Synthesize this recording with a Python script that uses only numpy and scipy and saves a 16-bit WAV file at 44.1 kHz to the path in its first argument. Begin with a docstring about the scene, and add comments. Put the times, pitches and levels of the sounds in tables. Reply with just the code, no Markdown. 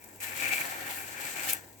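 """Small kitchen, stereo microphone close to a hand-cranked food mill as it makes one turn.
Dense random contacts give a low grind in the bowl, a chatter of slips ringing the plate and a fine metal rasp.
Short noise bursts give wet potato ticks before, during and after, dull low knocks, a ring of the bowl
and the blade's snap to a stop. A faint crackle runs throughout;
filtered noise and a wavering 100 Hz sine are the room air and its mains hum."""
import sys
import numpy as np
from scipy import signal
from scipy.fft import rfft, irfft
from scipy.io import wavfile

SR = 44100
rng = np.random.default_rng(int(sys.argv[2]) if len(sys.argv) > 2 else 0)


def generate_wav(sig):
    """Save sig (samples, or channels by samples) to the path in sys.argv[1] as 16-bit PCM at SR."""
    pcm = np.round(np.clip(np.atleast_2d(sig).T, -1, 1) * 32767).astype(np.int16)
    wavfile.write(sys.argv[1], SR, pcm)


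def natural_amplitude(level_db):
    """Convert a level in decibels to a linear amplitude factor, elementwise."""
    exponent = np.asarray(level_db, float) / 20
    return 10 ** exponent


N = 79380

# shared ring of ticks, crackle and stop: (centre [Hz], width [Hz], relative level [dB])
TICK_BODY = [(7940, 1100, -0.5), (2390, 900, -11), (15200, 3800, -5.0)]


def rms_one(x):
    """Scale to rms 1."""
    return x / np.sqrt(np.mean(x ** 2) + 1e-20)


def in_time(rows):
    """Columns of a curve over time, sample by sample."""
    s, *columns = np.transpose(rows)
    return [np.interp(np.arange(N) / SR, s, c) for c in columns]


def at_hz(points):
    """A table read along log frequency at every bin of a padded spectrum."""
    hz = np.maximum(np.arange(N + 1) * SR / (2 * N), 1)
    table_hz, values = np.array(points).T
    return np.interp(np.log(hz), np.log(table_hz), values)


def through(x, response):
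    """Filter by a response on the padded spectrum."""
    return irfft(rfft(x, 2 * N) * response)[..., :N]


def drift(rate_hz):
    """Slow random wander of rms 1: noise through a two-pole low-pass."""
    r = np.exp(-2 * np.pi * rate_hz / SR)
    wander = signal.lfilter([1], [1, -2 * r, r * r], rng.standard_normal(N + SR))
    return rms_one(wander[SR:])  # the filter has settled by here


def grains(per_s, spread_db, clump_db, clump_hz):
    """Random clicks in clumps, at three places of contact: one heard on both sides, one left, one right."""
    sizes = natural_amplitude(spread_db * np.minimum(rng.exponential(1, (3, N)), 4))
    signs = rng.choice([-1, 1], (3, N))
    struck = rng.random((3, N)) < per_s / SR
    return sizes * signs * struck * natural_amplitude(clump_db * drift(clump_hz))


def resonate(x, peaks, wander_db=0):
    """Parallel two-pole resonances; each may swell and fade as the contact moves."""
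    out = 0
    for k, (hz, width_hz, db) in enumerate(peaks):
        r = np.exp(-np.pi * max(width_hz, 5) / SR)
        gain = natural_amplitude(db + wander_db * drift(3.1)) if wander_db else natural_amplitude(db)
        zeros = [(1 - r * r) / 2, 0, (r * r - 1) / 2]
        poles = [1, -2 * r * np.cos(2 * np.pi * hz / SR), r * r]
        out = out + (-1) ** k * signal.lfilter(zeros, poles, gain * x + 1e-18)
    return out


def bursts(events, shape):
    """Dying noise bursts (time [s], peak [dB], t60 [s], ..), each shaped and set to its peak."""
    out, t = np.zeros((3, N + SR)), np.arange(SR // 10) / SR
    for s, db, t60, *more in events:
        noise = rng.standard_normal((3, len(t))) * natural_amplitude(-60 * t / max(t60, .002))
        burst = shape(noise, *more)
        start = int(s * SR)
        out[:, start:start + len(t)] += natural_amplitude(db) * burst / np.abs(burst).max(axis=1, keepdims=True)
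    return out[:, :N]


def bite(rest_db):
    """Gain that creeps at a low rest level, then rises in a straight line to 1 as the crank bites."""
    start_s, rise_s = .2005, .004
    return np.clip((np.arange(N) / SR - start_s) / rise_s, natural_amplitude(min(rest_db, 0)), 1)


def air():
    """Room air: coloured noise, partly alike on both sides, quieter for its first 40 ms."""
    # spectrum of the air: (frequency [Hz], relative level [dB])
    air_colour = [(21, -28), (35, 1), (118, -11), (312, -2), (602, -8.5), (967, -7.5), (1260, -33),
                  (1550, -21), (2630, -37), (3430, -49), (7750, -19.5), (9570, -51), (17500, -11.5),
                  (19000, -33)]
    # left-right correlation of the air: (frequency [Hz], likeness [0-1])
    likeness = [(30, 0.1), (150, 0.48), (500, 0.68), (2000, 0.076), (12000, .1)]
    mid, side = rng.standard_normal((2, N))
    alike, colour = np.clip(at_hz(likeness), 0, 1), natural_amplitude(at_hz(air_colour))
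    mid = through(mid, colour * np.sqrt(1 + alike))
    side = through(side, colour * np.sqrt(1 - alike))
    hiss = rms_one(mid + side * [[1], [-1]])
    early = np.arange(N) / SR < .04
    return natural_amplitude(-54.5 - 5 * early + 1.2 * drift(9.3)) * hiss


def hum():
    """Mains hum: a 100 Hz sine with wandering phase and a wavering level."""
    # hum over time: (time [s], rms level [dB])
    hum_level = [(0, -70), (.2, -59.5), (.49, -60), (.55, -68), (.67, -66), (.71, -61), (1.05, -59.5),
                 (1.37, -72), (1.43, -61)]
    phase = 2 * np.pi * 100 * np.arange(N) / SR + 0.6 * drift(5.8)
    return np.sqrt(2) * np.sin(phase) * natural_amplitude(*in_time(hum_level))


def crackle():
    """Wet mash parting: sparse random clicks ring broad resonances throughout."""
    clicks = grains(500, spread_db=4.0, clump_db=4.0, clump_hz=24)
    rings = resonate(clicks, TICK_BODY + [(12400, 1000, -1.1), (4300, 1800, -2)])
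    return natural_amplitude(-67) * rms_one(rings)


def tick_ring(burst, hz):
    """Broad ring of a tick with its own bright centre."""
    return resonate(burst, [(hz, 3000, 0)] + TICK_BODY)


def ticks():
    """Sharp wet potato ticks: short noise bursts, each broad with a bright ring."""
    # single ticks: (time [s], peak before the room [dB], centre [Hz])
    tick_rows = [(.021, -46, 12000), (.0405, -33, 13500), (.0448, -35, 7600), (.0745, -43, 7700),
                 (.089, -41, 15000), (.147, -45, 14000), (.161, -39, 13000), (.3415, -29, 14000),
                 (.365, -33, 8200), (.399, -30, 8000), (.5272, -24, 6550), (.70, -32, 7570),
                 (1.4343, -27, 6110), (1.4806, -22, 12000), (1.584, -42, 16000), (1.61, -43, 13200),
                 (1.687, -49, 14000), (1.729, -47, 5500)]
    t60_s = .007  # of the burst that excites the ring
    return bursts([(s, db, t60_s, hz) for s, db, hz in tick_rows], tick_ring)


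def grind():
    """Dull contacts through the mash, broad, with the bowl ringing faintly."""
    # drag of the blade through the mash: (time [s], relative level [dB])
    drag = [(0.208, -56.5), (0.22, -44.5), (0.406, -44), (0.42, -38), (0.518, -42.5), (0.53, -33.5),
            (0.552, -43), (0.598, -39.5), (0.762, -43), (0.886, -41.5), (1.054, -47.5), (1.272, -41.5),
            (1.328, -46.5), (1.386, -41), (1.524, -41), (1.618, -58), (1.8, -71)]
    # spectrum of the drag: (frequency [Hz], relative level [dB])
    grind_colour = [(65, -61), (110, -6), (124, -16), (145, -4), (205, -11.5), (237, -2.5), (491, -6),
                    (811, 1.5), (1180, -5), (1770, 6), (1920, 1), (2310, -0.5), (2600, -31), (3380, -44)]
    # resonances of the bowl: (centre [Hz], width [Hz], relative level [dB])
    bowl = [(539, 29, -5), (701.7, 15.4, 4.5), (781.3, 23, 0), (837.5, 12.2, 8), (1473, 220, -9.5),
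            (1598, 9.3, 7.5), (1825, 33, 0.5)]
    level_db, = in_time(drag)
    rub = grains(6000, spread_db=2.2, clump_db=1.2, clump_hz=60)
    broad = rms_one(through(rub, natural_amplitude(at_hz(grind_colour))))
    ringing = rms_one(resonate(rub, bowl, wander_db=1.3))
    return natural_amplitude(level_db) * rms_one(broad + natural_amplitude(-4.5) * ringing)


def chatter():
    """Bunched slips ring the close modes of the plate; the ringing spot travels round with the blade."""
    # blade slipping over the holes: (time [s], relative level [dB], left-right about its mean [dB])
    chatter_curve = [(0.208, -43, 9), (0.242, -37.5, 20), (0.26, -43, 18), (0.344, -48, 25),
                     (0.442, -35.5, 16), (0.49, -34.5, 7), (0.54, -29.5, 12), (0.576, -37.5, 0),
                     (0.614, -32.5, 5), (0.638, -41, 11), (0.762, -47, -6), (0.886, -42.5, -5),
                     (0.956, -49, 10), (0.974, -40.5, 3), (1.094, -51.5, 18), (1.196, -44, 10),
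                     (1.294, -41, 3), (1.328, -52, 1), (1.368, -40, 17), (1.48, -38.5, -2),
                     (1.532, -38, 6.5), (1.542, -48, 19), (1.63, -67, 6), (1.8, -75, 31)]
    # modes of the plate: (centre [Hz], width [Hz], relative level [dB])
    plate = [(2150, 60, 0), (2270, 70, 1), (2348, 50, 7), (2420, 60, 2), (2530, 110, -1), (2760, 160, -9)]
    # the hardest slips: (time [s], peak before panning, mill gain and room [dB])
    hard_slips = [(.372, -36), (.399, -33), (.408, -34), (.415, -33), (.4225, -25), (.4325, -30),
                  (.4405, -27), (.4475, -25), (.456, -28), (.465, -29), (.4695, -28), (.476, -28),
                  (.506, -26), (.522, -28), (.530, -25), (.5355, -23), (.541, -30), (.567, -26),
                  (.580, -28), (.587, -29), (.613, -28), (.617, -28), (1.370, -32), (1.395, -32)]
    # plate under a hard slip, damped by the blade: (centre [Hz], width [Hz], relative level [dB])
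    slip_ring = [(2340, 130, 0), (2160, 150, -9), (2500, 150, -10)]
    level_db, pan_db = in_time(chatter_curve)
    slips = grains(1400, spread_db=2.5, clump_db=1.8, clump_hz=90)
    rings = rms_one(resonate(slips, plate, wander_db=1.2))
    hard = bursts([(s, db, .008) for s, db in hard_slips],  # burst t60 8 ms
                  lambda b: resonate(resonate(b, slip_ring), [(2310, 1000, 0)]))
    swing = natural_amplitude((pan_db - pan_db.mean()) / 2)
    return (natural_amplitude(level_db - 3.5) * rings + hard) * [np.ones(N), swing, 1 / swing]


def rasp():
    """Very fine, dense contacts of blade edge on plate; each range flickers a little on its own."""
    # metal on metal: (time [s], relative level 6-9 kHz [dB], 3-5 kHz against it [dB], top treble against it [dB])
    rasp_curve = [(0.208, -48.5, -11, 0.5), (0.242, -45, -3, 1.5), (0.304, -52, -3, 1),
                  (0.428, -42, -3.5, -2.5), (0.508, -46, 0, 1), (0.536, -37.5, -1, -4),
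                  (0.548, -42.5, -3, 1), (0.814, -52.5, 0, 0), (0.908, -48, 1, 3), (0.996, -49, -5.5, 2.5),
                  (1.142, -52, -3, -4.5), (1.2, -47, -3.5, -1.5), (1.396, -44.5, -7, -4.5),
                  (1.418, -44.5, -3.5, -2), (1.44, -40.5, -6, -2.5), (1.48, -44.5, -3, 2.5),
                  (1.498, -34, -4.5, 0.5), (1.52, -43, -3, 2), (1.532, -40.5, -10, 5), (1.556, -52, -4, -6),
                  (1.67, -66, -8, -2), (1.8, -67, -14, -1)]
    # spectra of the three ranges: (frequency [Hz], relative level [dB])
    mid_colour = [(1650, -16.5), (2800, 1), (3740, -5.5), (4460, -4.5), (4830, -12.5), (5500, -27.5),
                  (7150, -85)]
    high_colour = [(3240, -23), (5500, -0.5), (6330, -2), (6910, 4), (7900, 8.5), (8300, 2.5), (9300, -19),
                   (12100, -75)]
    top_colour = [(7500, -23.5), (9500, -4), (10700, 0), (12300, -0.5), (14300, -3.5), (16500, -5),
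                  (18300, -5.5), (18650, -20), (19100, -40)]
    # resonances of the blade: (centre [Hz], width [Hz], relative level [dB])
    blade = [(6140, 190, 1), (6520, 53, 8.5), (6700, 69, 3), (7610, 54, 15.5), (8080, 58, 4),
             (7890, 140, -6.5), (8450, 36, 5)]
    level_db, mid_db, top_db = in_time(rasp_curve)
    rub = grains(9000, spread_db=4.0, clump_db=1.5, clump_hz=32.4)
    out = natural_amplitude(level_db - 3.5) * rms_one(resonate(rub, blade, wander_db=3.5))
    for colour, db in ((mid_colour, mid_db), (high_colour, 0), (top_colour, top_db)):
        flicker_db = 0.24 * drift(36)
        out = out + natural_amplitude(level_db + db + flicker_db) * rms_one(through(rub, natural_amplitude(at_hz(colour))))
    return out


def knocks_and_bowl_ring():
    """Dull low knocks, and the bowl ringing up near 0.89 s: noise bursts through two equal resonances in series."""
    # low knocks, and the bowl's ring at 834 and 962 Hz: (time [s], peak before the room [dB], pitch [Hz])
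    pitched_rows = [(0.453, -51.5, 130), (0.529, -57, 153), (.60, -53, 125), (.885, -40.5, 834),
                    (.89, -42, 962), (1.27, -60, 214)]
    t60_s = .051  # of the burst that excites the resonances

    def pitched(burst, hz):
        peak = [(hz, 45, 0)]
        return resonate(resonate(burst, peak), peak)

    return bursts([(s, db, t60_s, hz) for s, db, hz in pitched_rows], pitched)


def blade_stop():
    """The blade snaps to a stop, twice: noise bursts with the broad, bright ring of a tick."""
    # snaps: (time [s], peak before the room [dB], centre [Hz], burst t60 [s])
    snaps = [(1.5326, -12.5, 11400, .009), (1.5343, -15.5, 11600, .012)]
    return bursts([(s, db, t60, hz) for s, db, hz, t60 in snaps], tick_ring)


def kitchen(x):
    """The left and right microphones hear shared and own contacts, the shared ones earlier at left; then a room tail."""
    # contacts heard alike on both sides: (frequency [Hz], share of power [0-1])
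    shared_part = [(100, 0.94), (400, 0.98), (1200, 0.54), (2400, 0.38), (5000, 0.21), (10000, 0.29)]
    # balance of the microphones: (frequency [Hz], left-right [dB])
    balance = [(60, 8), (120, -6), (240, 2), (480, 3.5), (950, 3.5), (1890, 5), (3770, 4), (7520, 1.5),
               (15000, 16.5)]
    left_lead_s, room_t60_s, room_db = 0.000348, 0.11, -11
    t = np.arange(SR // 2) / SR
    tail = rng.standard_normal((2, len(t))) * natural_amplitude(-60 * t / room_t60_s) * (t > .004)
    tail = tail / np.linalg.norm(tail[0])
    shared, side = np.clip(at_hz(shared_part), 0, 1), np.array([[.5], [-.5]])
    hz = np.arange(N + 1) * SR / (2 * N)
    lead = np.exp(2j * np.pi * hz * left_lead_s * side)
    room = natural_amplitude(side * at_hz(balance)) * (1 + natural_amplitude(room_db) * rfft(tail, 2 * N))
    return through(x[0], room * lead * np.sqrt(shared)) + through(x[1:], room * np.sqrt(1 - shared))


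def scene():
    """The mill in the kitchen, over the air and hum."""
    background = air() + hum()
    wet = crackle() + ticks()
    mill = bite(-6) * grind() + bite(-18.5) * chatter() + bite(-16) * rasp()  # rest levels [dB]
    return kitchen(natural_amplitude(1.5) * mill + wet + knocks_and_bowl_ring() + blade_stop()) + background


def band_limit(x):
    """A steep low-pass at the top of the band."""
    return signal.sosfilt(signal.butter(12, 19130, fs=SR, output="sos"), x)


def record(dry):
    """Bass cut at 60 Hz; the upper treble narrows to a left-leaning mono and the very top is cut."""
    # stereo width: (frequency [Hz], gain of the side signal [dB])
    side_gain = [(11000, -1), (13600, -27.5), (13900, -36), (16900, -45), (17200, -4)]
    dry = signal.sosfilt(signal.butter(2, 60, "high", fs=SR, output="sos"), dry)
    mid, width = dry.mean(axis=0), natural_amplitude(at_hz(side_gain))
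    side = through((dry[0] - dry[1]) / 2, width)
    lean = 0.19 * through(mid, 1 - np.minimum(width, 1))  # a share of mid where the side is narrowed
    stereo = mid + (side + lean) * [[1], [-1]]
    top_cut = signal.cheby2(12, 70, 19150, fs=SR, output="sos")
    return band_limit(signal.sosfilt(top_cut, stereo))


dry = scene()
out = record(dry)
generate_wav(out)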